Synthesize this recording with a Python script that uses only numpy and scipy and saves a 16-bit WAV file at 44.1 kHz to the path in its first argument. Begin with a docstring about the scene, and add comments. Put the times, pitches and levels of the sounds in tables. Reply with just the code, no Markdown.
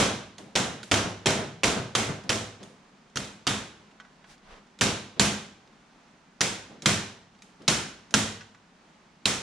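"""A mallet drives an aluminium tread plate into the tube frame of a folding chair, in a small workshop.
Each blow is a crack and a slap of noise, a hollow knock, coloured noise for the clang and thud, and fading
sine waves for the ringing tubes and the booming, swaying frame. Early on, the loose plate drops back after
every blow; later it sits tighter. Between blows it ticks, bumps and clinks, and the hand rubs along the
frame. A quiet murmur of filtered noise fills the workshop."""
import sys
import numpy as np
from scipy import signal
from scipy.fft import rfft, irfft, next_fast_len
from scipy.io import wavfile

SR = 44100
rng = np.random.default_rng(int(sys.argv[2]) if len(sys.argv) > 2 else 0)


def unload_audio(sound):
    """Save the sound as a 16-bit wav file, at the path given as the first command line argument."""
    columns = np.transpose(np.atleast_2d(sound))
    # keep every value between -1 and 1, then stretch to whole-number steps
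    steps = np.round(np.clip(columns, -1, 1) * 32767)
    wavfile.write(sys.argv[1], SR, steps.astype(np.int16))


N = 415411  # length in samples
AGE = np.arange(SR * 9 // 10) / SR  # time since a sound began, s
SEATED_S = 2.9  # from this time the plate's edge sits in the frame: it no longer jumps, and booms differently


def from_db(db):
    """Turn decibels into a gain."""
    return 10 ** (np.asarray(db) / 20)


def at_hz(points, hz):
    """Read a table between its points, on a logarithmic pitch axis."""
    points = np.array(points)
    return np.interp(np.log(hz + 1), np.log(points[:, 0]), points[:, 1])


def add(track, s, sound):
    """Mix a sound in at a time, which may lie before the start."""
    start = round(s * SR)
    first, last = max(start, 0), min(start + sound.shape[-1], N)
    track[:, first:last] += sound[:, first - start:last - start]


def white(size):
    """Two independent noises, one for the middle and one for the sides."""
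    return rng.standard_normal((2, size))


# How alike left and right are in the room's sound: (f/Hz, likeness -1..1)
ROOM_ALIKE = [(40, .9), (100, .98), (250, .95), (500, .85), (1000, .42), (2000, .54), (4500, .5),
              (7000, .1), (9000, 0)]
# Left-right balance of the room's sound: (f/Hz, left minus right level/dB)
ROOM_SIDES = [(200, 1.3), (500, -1.5), (1000, -2.5), (2200, -0.73), (4500, -.4), (7000, -2.9), (9000, 3.5)]


def coloured(noise, spectrum, tilt_db=0, likeness=ROOM_ALIKE, balance=ROOM_SIDES):
    """Left and right noise with a spectrum, a tilt per octave above 1 kHz and a stereo image; rms 1."""
    size = noise.shape[-1]
    padded = next_fast_len(size)
    hz = np.fft.rfftfreq(padded, 1 / SR)
    mid, side = rfft(noise, padded)
    alike = at_hz(likeness, hz)
    left_right = np.array([[1], [-1]])
    both = np.sqrt(1 + alike) * mid + left_right * np.sqrt(1 - alike) * side
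    level_db = at_hz(spectrum, hz) + tilt_db * np.log2(np.maximum(hz, 1000))
    level_db = level_db + left_right * at_hz(balance, hz) / 2
    out = irfft(both * from_db(level_db) * (hz > 20), padded)[:, :size]
    return out / out.std()


def uneven(noise, depth_db, width_hz):
    """The plate's modes bunch at random, so that some narrow bands stand out."""
    hz = np.fft.rfftfreq(noise.shape[-1], 1 / SR)
    bumps = rng.standard_normal(600)
    level_db = depth_db * np.interp(hz / width_hz, np.arange(len(bumps)), bumps)
    return irfft(rfft(noise) * from_db(level_db), noise.shape[-1])


def swell(rise_s, t60):
    """Height of a vibration that builds up, then dies away by 60 dB in t60 seconds."""
    return np.sqrt(1 - np.exp(-AGE / rise_s)) * from_db(-60 * AGE / t60)


# How long the room rings: (f/Hz, time to fall 60 dB t/s)
ROOM_DECAY = [(60, .6), (200, 0.6), (600, 0.51), (1500, 0.53), (4000, 0.52), (8000, 0.42), (13000, .36)]


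def in_room(noise, feed_s, direct):
    """Crowded modes feed the room for a moment; then each band dies at the room's own rate."""
    hz = np.fft.rfftfreq(len(AGE), 1 / SR)
    spectrum = rfft(noise)
    centres, t60s = np.transpose(ROOM_DECAY)
    out = 0
    # each row of the identity matrix picks one band, overlapping its neighbours
    for pick, t60 in zip(np.eye(len(centres)), t60s):
        band = irfft(spectrum * at_hz(np.c_[centres, pick], hz), len(AGE))
        out = out + band * from_db(-60 * AGE / t60)
    straight_power = direct * (1 - np.exp(-AGE / 0.0037))
    room_power = 2 * (1 - np.exp(-AGE / feed_s)) ** 2
    return out * np.sqrt(straight_power + room_power)


def ring(hz, level_db, t60, rise_s, spread_db, phase_spread):
    """Fading sine modes, each struck with its own strength and reaching the two sides out of step."""
    out = 0
    for f, db, decay in zip(hz, level_db, t60):
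        phase = rng.uniform(0, 2 * np.pi) + phase_spread * rng.standard_normal((2, 1))
        gain = from_db(db + spread_db * rng.standard_normal())
        out = out + gain * swell(rise_s, decay) * np.sin(2 * np.pi * f * AGE + phase)
    return out


def shifted(hz, share):
    """The frame's stress shifts its modes a little, at random, by a share of their pitch."""
    return hz * (1 + share * rng.standard_normal(len(hz)))


def flutter(per_s):
    """A smooth random wobble around zero, its spread a little under one."""
    steps = rng.standard_normal(2000)
    return np.interp(np.arange(N) / SR * per_s, np.arange(len(steps)), steps)


# The plate's play in the frame, which the blows take up: (t/s, play 1 loose to 0 tight)
LOOSENESS = [(0, 1), (1.63, 1), (1.95, 0.67), (3.47, 0.55), (4.81, .55), (5.2, 0.22), (8.14, 0)]


def with_play(rule, s):
    """A setting (value when tight, change at full play) that follows the plate's play at that time."""
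    tight, change = rule
    return tight + change * np.interp(s, *np.transpose(LOOSENESS))


# Tone of metal hitting metal: (f/Hz, relative level/dB per Hz)
CRACK_TONE = [(40, -17.5), (150, -17.5), (400, -13), (900, -3), (1500, 3.5), (2200, 3), (3400, 4.5),
              (5500, 2), (7000, 1), (8500, -10), (10000, -8.5), (11300, -29), (14500, -36.5)]
# How alike left and right are straight from the plate: (f/Hz, likeness -1..1)
DIRECT_ALIKE = [(200, 0.76), (1000, 0.99), (5000, 0.98), (7000, 0.82), (8800, 0.46), (12000, 0.78)]
# Left-right balance straight from the plate: (f/Hz, left minus right level/dB)
DIRECT_SIDES = [(200, 2), (500, 1), (1000, -11), (2200, -3), (4500, -2), (7000, -2), (9000, 1.5)]


def crack(tilt_db, t60):
    """Metal meets metal: a brief burst of bending waves, heard straight from the plate."""
    size = len(AGE) // 10
    waves = uneven(white(size), depth_db=4.0, width_hz=350)
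    burst = coloured(waves, CRACK_TONE, tilt_db, DIRECT_ALIKE, DIRECT_SIDES)
    return burst * swell(0.00013, t60)[:size]


# Pairs: (when tight, change at full play). A loose plate sounds duller: tilt in dB per octave.
CONTACT_DB, CRACK_TILT_DB = (-11, -2), (0.5, -1.3)
CONTACT_FOLLOWS = .55  # share of a blow's strength in dB that shows in crack and slap


def contact(s, strength_db, slap_s, slap_db):
    """The mallet's crack and the plate's slap on the tube share the force of one blow."""
    out = np.zeros((2, len(AGE)))
    tilt_db = with_play(CRACK_TILT_DB, s)
    first = crack(tilt_db, t60=0.046)
    second = from_db(slap_db) * crack(tilt_db, t60=0.037)
    lag = round(slap_s * SR)
    out[:, :first.shape[-1]] += first
    out[:, lag:lag + second.shape[-1]] += second
    level_db = with_play(CONTACT_DB, s) + CONTACT_FOLLOWS * strength_db
    return out * from_db(level_db) / np.hypot(1, from_db(slap_db))


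# The hollow sound of the mallet head: (f/Hz, relative level/dB, time to fall 60 dB t/s)
HEAD_MODES = [(373, -2, 0.033), (570, -5, 0.023)]
KNOCK_DB = (-28.5, 10.5)  # when tight, change at full play


def knock(s):
    """The hollow mallet head knocks with two short-lived modes."""
    modes = ring(*np.transpose(HEAD_MODES), rise_s=0.00079, spread_db=0.5, phase_spread=0.09)
    return from_db(with_play(KNOCK_DB, s)) * modes


# Thin ringing of the aluminium tubes: (f/Hz, relative level/dB, time to fall 60 dB t/s)
TUBES = [(1070, -18, 0.45), (1260, -16, 0.63), (1530, -19, 0.75), (1572, -13.5, .5), (2550, -23, 0.38),
         (3130, -10.5, 0.5), (3410, -20.5, 0.47), (3470, -39, 0.96), (5820, -14, 0.46), (6777, -15.5, .35),
         (7700, -17.5, .35), (10100, -22.5, 0.39)]
TUBE_DB = (-28.5, 4.5)  # when tight, change at full play


def tube_ring(s):
    """The aluminium tubes ring thinly, each mode slightly off its usual pitch."""
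    hz, level_db, t60 = np.transpose(TUBES)
    modes = ring(shifted(hz, .008), level_db, t60, rise_s=.002, spread_db=1.0, phase_spread=0.29)
    return from_db(with_play(TUBE_DB, s)) * modes


def rattle(late_s=.04, fade_db_per_s=110, count=7):
    """The plate chatters on the tube for a moment after a blow, on the whole ever more weakly."""
    out = np.zeros((2, len(AGE)))
    for wait, size in rng.standard_normal((count, 2)):
        s = min(.014 + abs(wait * late_s), .2)
        tick = from_db(2 * size - fade_db_per_s * s) * crack(0, t60=0.019)
        out += np.pad(tick, ((0, 0), (round(s * SR), len(AGE))))[:, :len(AGE)]
    return out


# Tone of the ringing plate: (f/Hz, relative level/dB per Hz)
CLANG_TONE = [(300, -20.5), (700, -8), (1000, -1.5), (1550, -2), (1800, -1), (3100, -2), (3900, -2),
              (4500, -4.5), (5700, -2), (7400, -3), (8600, -7.5), (9900, -7), (11300, -25), (14500, -26)]
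CLANG_DB = -22.5
CLANG_TILT_DB = (0.14, -1.3)  # dB per octave: when tight, change at full play


def clang(s, plate, kept_share=0.45):
    """The plate rattles and its crowded modes ring: always the same plate, struck at slightly different spots."""
    modes = np.sqrt(kept_share) * plate + np.sqrt(1 - kept_share) * white(len(AGE))
    modes = uneven(modes, depth_db=0.96, width_hz=160)
    modes = coloured(modes, CLANG_TONE, with_play(CLANG_TILT_DB, s))
    return from_db(CLANG_DB) * (rattle() + in_room(modes, feed_s=0.044, direct=0.72))


# Tone of the jolted chair: (f/Hz, relative level/dB per Hz)
THUD_TONE = [(25, -24.5), (55, -8), (100, -4.5), (200, 0.5), (280, -1.5), (400, -1.5), (650, -3),
             (900, -6.5), (1500, -13.5), (4000, -41.5), (12000, -68)]
THUD_DB = (-30, 5.5)  # when tight, change at full play


def thud(s):
    """The whole chair is jolted: dull noise that feeds the room."""
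    jolt = in_room(coloured(white(len(AGE)), THUD_TONE), feed_s=0.053, direct=0.96)
    return from_db(with_play(THUD_DB, s)) * jolt


# Low modes of plate and frame:
# (f/Hz, relative level/dB with the plate loose, relative level/dB with it seated, time to fall 60 dB t/s)
FRAME_MODES = [(67.9, -15.5, -17, 0.54), (100, -2.5, -13, 0.67), (117, -2, -7.5, 0.49),
               (136.4, -3.5, -2, 0.27), (157.9, -12, -3, .35), (202.3, -4, -2.5, 0.46),
               (214.8, -2, -7, 0.47), (268.7, -7, -8, 0.37), (307, -7.5, -15, 0.39), (382.6, -6, -17, 0.63),
               (467.5, -4.5, -17.5, 0.61), (502, -11, -23.5, .6), (572, -11, -19, 0.15),
               (624, -4, -19, 0.53), (674, -5, -23.5, 0.58)]
BOOM_DB = -23.5


def boom(s, boom_db):
    """Plate and frame boom in low modes, whose balance changes once the plate is seated."""
    hz, loose_db, seated_db, t60 = np.transpose(FRAME_MODES)
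    mode_db = loose_db if s < SEATED_S else seated_db
    modes = ring(shifted(hz, .012), mode_db, t60, rise_s=0.02, spread_db=3.5, phase_spread=.075)
    return from_db(BOOM_DB + boom_db) * modes


# Mallet blows: (t/s, strength level/dB against a usual blow, delay of the plate's slap on the tube t/s,
# slap level/dB against the crack, boom level/dB against the strength)
HITS = [(-.022, 2, .0065, -6, -8), (0.5535, -2.04, .0058, 2, -9), (0.9135, 0.5, 0.0043, 6, -7.5),
        (1.2587, -.5, 0.01, 0.5, -3.5), (1.6338, 0, .0084, 3, -4.5), (1.951, -2, .003, -4, -8),
        (2.293, -4, 0.0092, -0.5, -5), (3.1577, -12, .013, 10, 2), (3.4682, -4, .006, 3, 0),
        (4.8107, 0.1, .0078, -2.5, 0), (5.1955, 2, 0.0017, 0, -1), (6.4076, -2, 0.006, 2, -4),
        (6.8584, 1.5, 0.0015, -5, -3), (7.6789, 0.9, .0055, -1, -5.5), (8.1404, 0, 0.007, -6.5, 1),
        (9.2545, -1, .0018, 13, -6.5)]


def hammering():
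    """Each blow cracks and slaps, knocks, clangs, rings the tubes, jolts the chair and makes it boom."""
    out = np.zeros((2, N))
    plate = uneven(white(len(AGE)), depth_db=2.0, width_hz=70)
    for s, strength_db, slap_s, slap_db, boom_db in HITS:
        body = knock(s) + clang(s, plate) + tube_ring(s) + thud(s) + boom(s, boom_db)
        add(out, s, contact(s, strength_db, slap_s, slap_db) + from_db(strength_db) * body)
    return out


# Centres of clusters of close modes that sing on:
# (f/Hz, level/dB of each mode before its random spread, time to fall 60 dB t/s)
SINGING = [(1225, -40.5, 0.4), (1930, -44, 0.32), (3030, -48, 0.44), (3400, -44, 0.58), (3620, -38, 0.35),
           (3700, -43, 0.46)]
SINGING_S = 3.472  # one blow lands where the frame is free to sing
SWAY_HZ, SWAY_T60, SWAY_DB = 46, 0.5, -49  # Hz, s, dB at a usual blow


def frame_ring(cluster_width=.014, count=4):
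    """The whole chair sways deeply under each blow; once its tubes sing on, beating against each other."""
    out = np.zeros((2, N))
    for s, strength_db, *_ in HITS:
        sway_db = strength_db + SWAY_DB
        add(out, s, ring([SWAY_HZ], [sway_db], [SWAY_T60], rise_s=.06, spread_db=2.5, phase_spread=.35))
    hz, level_db, t60 = np.transpose(SINGING * count)
    hz = shifted(hz, cluster_width)
    add(out, SINGING_S, ring(hz, level_db, t60, rise_s=.002, spread_db=2.5, phase_spread=0.34))
    return out


# Tone of the quiet workshop: (f/Hz, relative level/dB per Hz)
SHOP_TONE = [(25, -12), (60, -9.5), (90, -21), (160, -1), (210, 0.5), (320, -8), (500, -11.5), (830, -9),
             (1500, -13), (4000, -21.5), (6500, -24.5), (10000, -37), (11500, -52), (15000, -54.5)]
SHOP_DB = -57.5


def background():
    """The workshop's quiet low murmur and hiss: filtered noise whose level wavers slightly."""
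    return from_db(SHOP_DB + .7 * flutter(per_s=6.3)) * coloured(white(N), SHOP_TONE)


# Tone of the plate dropping back: (f/Hz, relative level/dB per Hz)
DROP_TONE = [(30, -24), (70, -14), (110, 9), (210, 6), (300, -2), (450, -1), (700, -2), (1000, -7),
             (1600, -8.5), (4000, -44), (12000, -56)]
# How hard it lands, until its edge catches in the frame: (t/s, level/dB against the blow)
LANDING_FORCE = [(0, -12.5), (.91, -1.5), (1.95, 1.5), (2.3, -14)]
FLIGHT_S, DROP_DB = .128, -23.5  # a loose plate lands this long after the blow


def drops(room_db=-9):
    """The loose plate jumps at a blow and lands with a dull bump that echoes in the room."""
    out = np.zeros((2, N))
    for s, strength_db, *_ in HITS:
        if s < SEATED_S:
            bump = coloured(white(len(AGE)), DROP_TONE) * swell(0.022, 0.26)
            echo = in_room(coloured(white(len(AGE)), DROP_TONE), feed_s=0.11, direct=0)
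            db = DROP_DB + strength_db + np.interp(s, *np.transpose(LANDING_FORCE))
            add(out, s + FLIGHT_S, from_db(db) * (bump + from_db(room_db) * echo))
    return out


# The plate shifting in the frame: (t/s, tick level/dB, bump level/dB)
SHIFTS = [(.382, -38.5, -38.5), (0.8304, -34.5, -49), (2.238, -51, -41), (2.6004, -65, -41),
          (2.63, -40.5, -65), (3.2451, -37.5, -46), (4.789, -42.5, -45), (5.161, -64.5, -39),
          (6.694, -65, -42.5), (6.821, -35.5, -40), (7.421, -44, -59), (7.5958, -65, -45),
          (7.619, -51.5, -65), (8.108, -44.5, -46.5)]
# Tone of the soft bumps: (f/Hz, relative level/dB per Hz)
BUMP_TONE = [(30, -24), (90, -12.5), (150, -2), (210, 3), (320, -5), (480, -3), (750, -9), (1500, -19),
             (4000, -23.5), (12000, -56)]
NUDGE_TILT_DB = 1  # per octave


def nudges(tick_room_db=-13):
    """The plate shifts against the tube: light ticks with a clanging echo, and soft bumps."""
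    out = np.zeros((2, N))
    for s, tick_db, bump_db in SHIFTS:
        echo = in_room(coloured(white(len(AGE)), CLANG_TONE, NUDGE_TILT_DB), feed_s=0.13, direct=0.78)
        bump = in_room(coloured(white(len(AGE)), BUMP_TONE), feed_s=.25, direct=0.52)
        bump = bump * (1 - np.exp(-AGE / .004))  # a soft start
        add(out, s, from_db(tick_db) * crack(NUDGE_TILT_DB, t60=0.043))
        add(out, s, from_db(tick_db + tick_room_db) * echo + from_db(bump_db) * bump)
    return out


def faint_ticks(level_db=-61, tilt_db=-2, count=16):
    """The held plate is never quite still: it ticks faintly at random."""
    out = np.zeros((2, N))
    for when, size in rng.random((count, 2)):
        add(out, when * N / SR, from_db(level_db + 5 * size) * crack(tilt_db, t60=0.04))
    return out


# The plate's rim clinking dully on the tube: (t/s, level/dB against the usual clink)
RIM_TOUCHES = [(4.0, 1), (4.048, -6.5), (4.2422, -6), (8.408, 2.5), (8.547, -8)]
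# What the rim rings with: (f/Hz, level/dB at a usual clink, time to fall 60 dB t/s)
RIM_MODES = [(1130, -54, 0.16), (1500, -47, 0.13), (1636, -54, 0.13), (1950, -51, .1)]


def clink(tick_db=-44, tilt_db=-6):
    """Light touches of the rim: a dull tick that wakes only a few middle modes."""
    out = np.zeros((2, N))
    for s, db in RIM_TOUCHES:
        modes = ring(*np.transpose(RIM_MODES), rise_s=.001, spread_db=0, phase_spread=0.76)
        add(out, s, from_db(db + tick_db) * crack(tilt_db, t60=0.065))
        add(out, s, from_db(db) * modes)
    return out


# The hand rubbing along the frame as it changes its grip:
# (t/s, length t/s, level/dB before the swell and fade, tilt level/dB per octave)
SLIDES = [(4.242, 0.14, -54.5, 4), (4.38, .28, -52, -1.5)]
# Tone of the rub: (f/Hz, relative level/dB per Hz before the tilt)
RUB_TONE = [(20, -1), (42, -6), (80, -15), (160, -32), (500, -13), (1800, -17), (6000, -27), (10000, -39.5),
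            (12000, -54.5)]


def rubs(halting_db=3):
    """Each slide of the hand is noise that swells and fades, catching as it goes."""
    out = np.zeros((2, N))
    for s, length_s, db, tilt_db in SLIDES:
        size = round(length_s * SR)
        halting = from_db(db + halting_db * flutter(per_s=45)[:size])
        add(out, s, halting * np.hanning(size) * coloured(white(size), RUB_TONE, tilt_db))
    return out


def scene():
    """All sources mixed together."""
    chair = hammering() + frame_ring() + background() + drops()
    return chair + nudges() + faint_ticks() + clink() + rubs()


CUTOFF_HZ = 14700


def record(dry, top=2.1):
    """The tallest peaks are rounded and everything above the cutoff is filtered away."""
    rounded = top * np.tanh(dry / top)
    return signal.sosfilt(signal.cheby1(12, .3, CUTOFF_HZ, fs=SR, output="sos"), rounded)


dry = scene()
out = record(dry)
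unload_audio(out)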